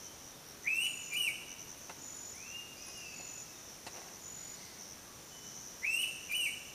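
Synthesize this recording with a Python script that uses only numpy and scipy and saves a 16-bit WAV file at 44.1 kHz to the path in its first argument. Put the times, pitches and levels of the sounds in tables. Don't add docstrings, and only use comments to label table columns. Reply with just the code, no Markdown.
import sys
import numpy as np
from scipy import signal
from scipy.fft import rfft
from scipy.io import wavfile
from scipy.ndimage import uniform_filter1d

SR = 44100
rng = np.random.default_rng(int(sys.argv[2]) if len(sys.argv) > 2 else 0)


def master_out(mix):
    frames = np.transpose(np.atleast_2d(mix))
    ceiling = np.clip(frames, -1, 1)
    pcm = np.round(ceiling * 32767).astype(np.int16)
    wavfile.write(sys.argv[1], SR, pcm)


N = 297234
T = np.arange(N) / SR

# frequency in Hz, relative density in dB.
HUSH_SPECTRUM = [(20, -10.5), (50, -2.5), (130, 1), (300, 0), (600, -3.5), (1200, -6.5), (2200, -9.5),
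                 (4000, -10.5), (7500, -14.5), (8700, -12), (11500, -15.5), (13200, -18), (15000, -14.5)]
INSECT_CHORUS_SPECTRUM = [(3500, -65), (4800, -17.5), (5300, -3.5), (5800, 1.5), (6150, 2.5), (6550, -6.5),
                          (6900, -3.5), (7250, -13), (7700, -11), (9000, -45)]
PITTA_HISS_SPECTRUM = [(2800, -15), (4200, -0.5), (7000, -4), (9000, 8), (10800, -1), (12300, 1.5),
                       (15000, -6)]
CRY_SPECTRUM = [(1400, -28), (1850, -12), (2060, 3), (2350, -9), (3200, -17), (4200, -3), (5000, -2),
                (6500, -30), (8500, -7), (10500, -30)]
# start in seconds, end in seconds, peak level in dB.
TRILL_BOUTS = [(.008, .09, -41.5), (0.605, .89, -42.5), (1.467, 1.763, -40.5), (2.361, 2.55, -43),
               (3.25, 3.432, -45), (4.106, 4.29, -45), (4.77, 4.971, -43.5), (5.43, 5.717, -42.5),
               (6.212, 6.5, -44)]
# start and length in seconds, start and end pitch in Hz, level in dB.
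SHORT_WHISTLES = [(0, 0.15, 3155, 3000, -63.5), (0.258, .16, 3880, 3500, -67), (1.14, 0.1, 1167, 1157, -64),
                  (3.505, 0.15, 3830, 3480, -65), (4.9, 0.172, 1686, 1590, -67),
                  (5.05, 0.1, 1118, 1176, -64.5), (5.303, 0.091, 2995, 3020, -53.5)]
# time into the note in seconds, pitch in Hz.
RISE_CONTOUR = [(0, 1903), (.025, 2087), (.04, 2357), (.06, 2550), (.09, 2635), (.16, 2756), (.208, 2990),
                (.226, 2919), (.246, 2400)]
ARCH_CONTOUR = [(0, 2430), (.048, 2355), (.059, 2492), (.067, 2906), (.097, 3019), (.132, 2822),
                (.172, 2705), (.186, 2293), (.232, 2203)]
# start in seconds, time stretch, pitch factor, level in dB, overtone gain in dB.
RISING_NOTES = [(.64, 0.97, .995, -32, 5), (5.817, 0.95, 1.005, -32.5, 6.5)]
ARCHED_NOTES = [(1.098, 1.0, .997, -34, 5.9), (6.279, 1.02, 1.0, -33.5, 5.3)]
# offset from the tone in Hz, relative density in dB.
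RASP_SPECTRUM = [(20, 11), (150, 1), (300, -4.5), (500, -15.5), (900, -27), (2000, -58)]
# frequency in Hz, gain in dB.
BEAK_RESPONSE = [(4400, -39), (4850, -25.5), (5400, -27.5), (6100, -28), (7200, -28), (8100, -20),
                 (8800, -15.5), (9400, -22), (10300, -37), (11000, -30), (11900, -23), (13000, -29.5),
                 (14200, -27.5), (15200, -26.5)]
# start in seconds, end in seconds.
NEAR_CHIRPS = [(.81, 1.182), (1.965, 2.331), (3.11, 3.435), (4.185, 4.553)]
FAR_CHIRPS = [(.7, 1.05), (2.1, 2.25), (5.1, 5.5), (6.27, 7)]
# start in seconds, start pitch in Hz, peak level in dB.
BIRD_CHIPS = [(1.774, 11000, -53), (2.165, 10800, -53), (2.352, 11100, -51), (2.82, 6320, -42.5),
              (2.847, 6200, -45), (2.863, 10800, -47.5), (2.88, 11200, -47), (2.972, 11200, -48)]
# start in seconds, level in dB, scrape decay in seconds, low and high edge in Hz.
CAMERA_KNOCKS = [(1.894, -43.5, 0.011, 740, 1730), (2.879, -52, 0.0067, 500, 1500),
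                 (3.195, -51, 0.012, 120, 600), (3.864, -42, 0.015, 141, 4150),
                 (3.934, -54, 0.17, 160, 1260), (3.967, -48.5, 0.0067, 400, 4000),
                 (4.016, -48, 0.0035, 403, 2000), (4.084, -53, 0.0045, 1800, 5000)]
# frequency in Hz, width in Hz, gain in dB.
BODY_MODES = [(160, 67, 1), (358, 130, 5), (516, 90, -1), (733, 190, 5), (863, 51, 4), (1090, 39, 4),
              (1550, 730, -1.5), (2010, 260, 1), (2650, 380, 1.5), (3990, 500, 0), (4600, 230, -1.5),
              (6400, 3000, -2), (8200, 1500, -6)]
# start and length in seconds, start and goal pitch in Hz, start level in dB,
# swell in dB per second.
FAR_PITTA_NOTES = [(2.33, 0.28, 1906, 2903, -58.5, 36), (2.944, 0.22, 2938, 2536, -49.5, -12)]


def undb(db):
    return 10 ** (np.asarray(db) / 20)


def unit(x):
    return x / np.sqrt(np.mean(x ** 2))


def ramp(x):
    return np.clip(x, 0, 1)


def db_at(hz, points):
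    f, db = np.transpose(points)
    return np.interp(np.log(np.maximum(hz, 1)), np.log(f), db)


def noise(spectrum):
    gain = undb(db_at(np.fft.rfftfreq(N, 1 / SR), spectrum))
    return unit(np.fft.irfft(rfft(rng.standard_normal(N)) * gain, N))


def walk(rate_hz):
    k = max(int(SR / rate_hz), 1)
    return unit(uniform_filter1d(np.repeat(rng.standard_normal(N // k + 1), k)[:N], k))


def cycles(hz):
    return np.cumsum(hz) / SR


def sine(hz):
    return np.sin(2 * np.pi * cycles(hz))


def gate(start_s, end_s, edge_s):
    return ramp(np.minimum(T - start_s, end_s - T) / edge_s)


def arc(start_s, length_s):
    return np.sin(np.pi * ramp((T - start_s) / length_s))


def forest_echo(x, early_db, late_db, t60_s, early_s=.035):
    t = T[:int(1.5 * SR)]
    trunks = np.zeros(len(t))
    delays_s = np.linspace(.006, 2 * early_s, num=14) + rng.uniform(0, 0.0045, size=14)
    trunks[(delays_s * SR).astype(int)] = rng.choice([-1, 1], size=14) * np.exp(-delays_s / early_s)
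    leaves = rng.standard_normal(len(t)) * undb(-60 * t / t60_s) * (1 - np.exp(-t / 0.017))
    early = undb(early_db) * trunks / np.linalg.norm(trunks)
    late = undb(late_db) * leaves / np.linalg.norm(leaves)
    return signal.fftconvolve(x, early + late)[:N]


def hush(hush_db=-53.5, whine_hz=11793, whine_db=-71):
    whine = np.sqrt(2) * sine(whine_hz * (1 + 0.00354 * walk(250)))
    air = noise(HUSH_SPECTRUM) * undb(hush_db + 0.093 * walk(1.7))
    return air + whine * undb(whine_db + 2 * walk(30))


def wing_strokes(strokes, hz, fall, duty):
    progress = np.minimum(strokes % 1 / duty, 1)
    return np.abs(np.sin(np.pi * progress)) ** 0.41 * sine(hz * (1 - fall * (progress - .5)))


def cricket_trills(rate_hz=91, pitch_hz=6020, burst_s=0.096, dip=0.82, neighbours_db=-59, chorus_db=-56):
    bouts, neighbours = np.zeros((2, N))
    for start_s, end_s, db in TRILL_BOUTS:
        bursts = 1 - dip * np.cos(np.pi * (T - start_s) / burst_s) ** 2
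        bouts += gate(start_s, end_s, 0.016) * undb(db) * bursts
    strokes = cycles(rate_hz * (1 + 0.024 * walk(25)))
    near = bouts * wing_strokes(strokes, pitch_hz * (1 + .006 * walk(90)), fall=.11, duty=0.45)
    for stroke_hz, hz in [(88, 5650), (95, 5900), (100, 6100)]:
        gain = undb(6 * walk(9))
        strokes = cycles(stroke_hz * (1 + .03 * walk(15)))
        neighbours += gain * wing_strokes(strokes, hz * (1 + .015 * walk(60)), fall=.13, duty=.5)
    chorus = noise(INSECT_CHORUS_SPECTRUM) * undb(chorus_db + 2.5 * walk(3.56))
    return near + undb(neighbours_db) * unit(neighbours) + chorus


def short_whistles(drift):
    out = np.zeros(N)
    for start_s, length_s, from_hz, to_hz, db in SHORT_WHISTLES:
        hz = np.interp(T, [start_s, start_s + length_s], [from_hz, to_hz])
        out += arc(start_s, length_s) * undb(db) * sine(hz * drift)
    return out


def far_birds():
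    drift = 1 + 0.00371 * walk(120)
    whistles = short_whistles(drift) + far_pitta(drift) + long_whistle(drift)
    chips = bird_chips()
    return (whistles + chips + hoarse_cry()
            + forest_echo(whistles, early_db=-3.5, late_db=0, t60_s=1.45)
            + forest_echo(chips, early_db=-7, late_db=-12, t60_s=.6))


def note(contour, row, attack_s, release_s, sag_db_per_s, accent_s, accent_db,
         settle_s, break_s, open_s, shut_db, fade_db=25, leap_hz_per_s=25000):
    start_s, stretch, pitch_factor, level_db, overtone_db = row
    times_s, pitches_hz = np.transpose(contour)
    age_s = np.clip((T - start_s) / stretch, 0, times_s[-1])
    left_s = times_s[-1] - age_s
    sounding = gate(start_s, start_s + times_s[-1] * stretch, .003)
    hz = np.interp(age_s, times_s, pitches_hz)
    fade = ramp(1 - age_s / attack_s) + ramp(1 - left_s / release_s)
    accent = np.exp(-((age_s - accent_s) / 0.01) ** 2)
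    db = level_db - fade_db * fade - sag_db_per_s * age_s + accent_db * accent
    rough = ramp(0.0072 + 0.75 * ramp((settle_s - age_s) / 0.014) + 0.79 * ramp(1 - left_s / break_s))
    leap = uniform_filter1d(ramp(np.abs(np.gradient(hz)) * SR / leap_hz_per_s) ** 2, size=256)
    bright_db = overtone_db - 9 * rough - 9 * leap + shut_db * ramp(1 - age_s / open_s)
    return sounding, hz * pitch_factor, db, bright_db, rough


def rising_note(row):
    return note(RISE_CONTOUR, row, attack_s=0.033, release_s=0.0068, sag_db_per_s=23.5,
                accent_s=0.233, accent_db=8, settle_s=0.065, break_s=0.043, open_s=.13, shut_db=-18)


def arched_note(row):
    return note(ARCH_CONTOUR, row, attack_s=0.041, release_s=0.027, sag_db_per_s=25.5,
                accent_s=0.181, accent_db=5.5, settle_s=.052, break_s=0.087, open_s=0.037, shut_db=-6)


def near_pitta(flutter_hz=175, rasp_db=-4, hiss_db=-14.5, flicker_db=4, beam_hz=2800, air_cut_hz=12500):
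    tone, treble, beam = np.zeros((3, N))
    flutter = sine(flutter_hz * (1 + 0.1588 * walk(90)))
    drift = .0026 * walk(300)
    flickers = [undb(flicker_db * walk(130)) for _ in range(5)]
    rasp = noise(RASP_SPECTRUM) + 1j * noise(RASP_SPECTRUM)
    hiss = noise(PITTA_HISS_SPECTRUM)
    for sounding, *curves in [*map(rising_note, RISING_NOTES), *map(arched_note, ARCHED_NOTES)]:
        on = sounding > 0
        hz, db, bright_db, rough = (curve[on] for curve in curves)
        phase = 2 * np.pi * cycles(hz * (1 + drift[on] + 0.013 * rough ** 2 * flutter[on]))
        swell = np.sqrt(2) * sounding[on] * undb(db) * (1 - 0.22 * rough * flutter[on])
        spread = 1 - 0.4 * rough + undb(rasp_db) * rough * rasp[on]
        tone[on] = swell * np.imag(np.exp(1j * phase) * spread)
        overtones = sum(flicker[on] * undb(db_at(k * hz, BEAK_RESPONSE)) * np.sin(k * phase)
                        for k, flicker in enumerate(flickers, 2))
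        treble[on] = swell * undb(bright_db) * (overtones + undb(hiss_db) * rough ** 0.49 * hiss[on])
        beam[on] = (hz / beam_hz) ** 3
    softened = signal.sosfilt(signal.butter(3, air_cut_hz, fs=SR, output="sos"), beam * treble)
    return (tone + treble + forest_echo(beam * tone, early_db=-3.5, late_db=-6.5, t60_s=1.12)
            + forest_echo(softened, early_db=-4.5, late_db=-2.5, t60_s=0.75))


def slow_cricket(chirps, pitch_hz, db, rate_hz=46.4, swell_s=0.086):
    out = np.zeros(N)
    drift = 1 + 0.00174 * walk(100)
    for start_s, end_s in chirps:
        effort = ramp((T - start_s) / swell_s)
        hz = pitch_hz * drift * (1 - .025 * (1 - effort))
        tone = wing_strokes((T - end_s) * rate_hz + .8, hz, fall=0.0099, duty=0.66)
        out += np.sqrt(2) * undb(db) * effort * gate(start_s, end_s, 0.0026) * tone
    return out


def cricket_chirps():
    near = slow_cricket(NEAR_CHIRPS, pitch_hz=6920, db=-46)
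    far = slow_cricket(FAR_CHIRPS, pitch_hz=7200, db=-63)
    return near + far + forest_echo(near + far, early_db=-30, late_db=-12, t60_s=0.1)


def bird_chips(length_s=0.0113, fall=0.166):
    out = np.zeros(N)
    progress = np.linspace(0, 1, int(length_s * SR))
    for start_s, hz, db in BIRD_CHIPS:
        chip = np.sin(np.pi * progress) * sine(hz * (1 - fall * progress))
        first = int(start_s * SR)
        out[first:first + len(chip)] += undb(db) * chip
    return out


def camera_knocks(attack_s=0.0023):
    out = np.zeros(N)
    t = T[:int(.25 * SR)]
    for start_s, db, decay_s, low_hz, high_hz in CAMERA_KNOCKS:
        slips = rng.standard_normal(len(t)) * undb(8.2 * rng.standard_normal(len(t)))
        scrape = signal.lfilter(*signal.butter(1, [low_hz, high_hz], "band", fs=SR), slips)
        scrape *= np.exp(-t / decay_s) * (1 - np.exp(-t / attack_s))
        ring = sum(undb(gain_db) * signal.lfilter(*signal.iirpeak(hz, hz / width_hz, fs=SR), scrape)
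                   for hz, width_hz, gain_db in BODY_MODES)
        first = int(start_s * SR)
        out[first:first + len(t)] += undb(db) * ring / np.linalg.norm(ring) * np.sqrt(decay_s * SR)
    return out


def far_pitta(drift, glide_s=0.094, flutter_db=2.5):
    out = np.zeros(N)
    for start_s, length_s, from_hz, goal_hz, db, swell_db_per_s in FAR_PITTA_NOTES:
        age_s = np.clip(T - start_s, 0, length_s)
        hz = goal_hz + (from_hz - goal_hz) * np.exp(-age_s / glide_s)
        swell = gate(start_s, start_s + length_s, 0.019) * undb(db + swell_db_per_s * age_s)
        out += swell * sine(hz * drift)
    return out * undb(flutter_db * walk(60))


def long_whistle(drift, start_s=2.76, length_s=.5, top_hz=2560, scoop_s=.022, fade_db_per_s=16):
    age_s = np.clip(T - start_s, 0, length_s)
    hz = top_hz * drift * (1 - .12 * np.exp(-age_s / scoop_s) - .19 * (age_s / length_s) ** 2)
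    fade = gate(start_s, start_s + length_s, 0.012) * undb(-fade_db_per_s * age_s)
    return fade * (undb(-60) * sine(hz) + undb(-57) * sine(2 * hz))


def hoarse_cry(start_s=4.26, length_s=0.69, db=-59):
    return arc(start_s, length_s) * undb(db) * noise(CRY_SPECTRUM)


def scene():
    mono = near_pitta() + far_birds() + cricket_trills() + cricket_chirps() + camera_knocks() + hush()
    return np.array([mono, mono])


def record(dry, notch_hz=7880, notch_q=28, top_hz=15150):
    notched = signal.lfilter(*signal.iirnotch(notch_hz, notch_q, fs=SR), dry)
    return signal.sosfilt(signal.ellip(12, .1, 70, top_hz, fs=SR, output="sos"), notched)


dry = scene()
out = record(dry)
master_out(out)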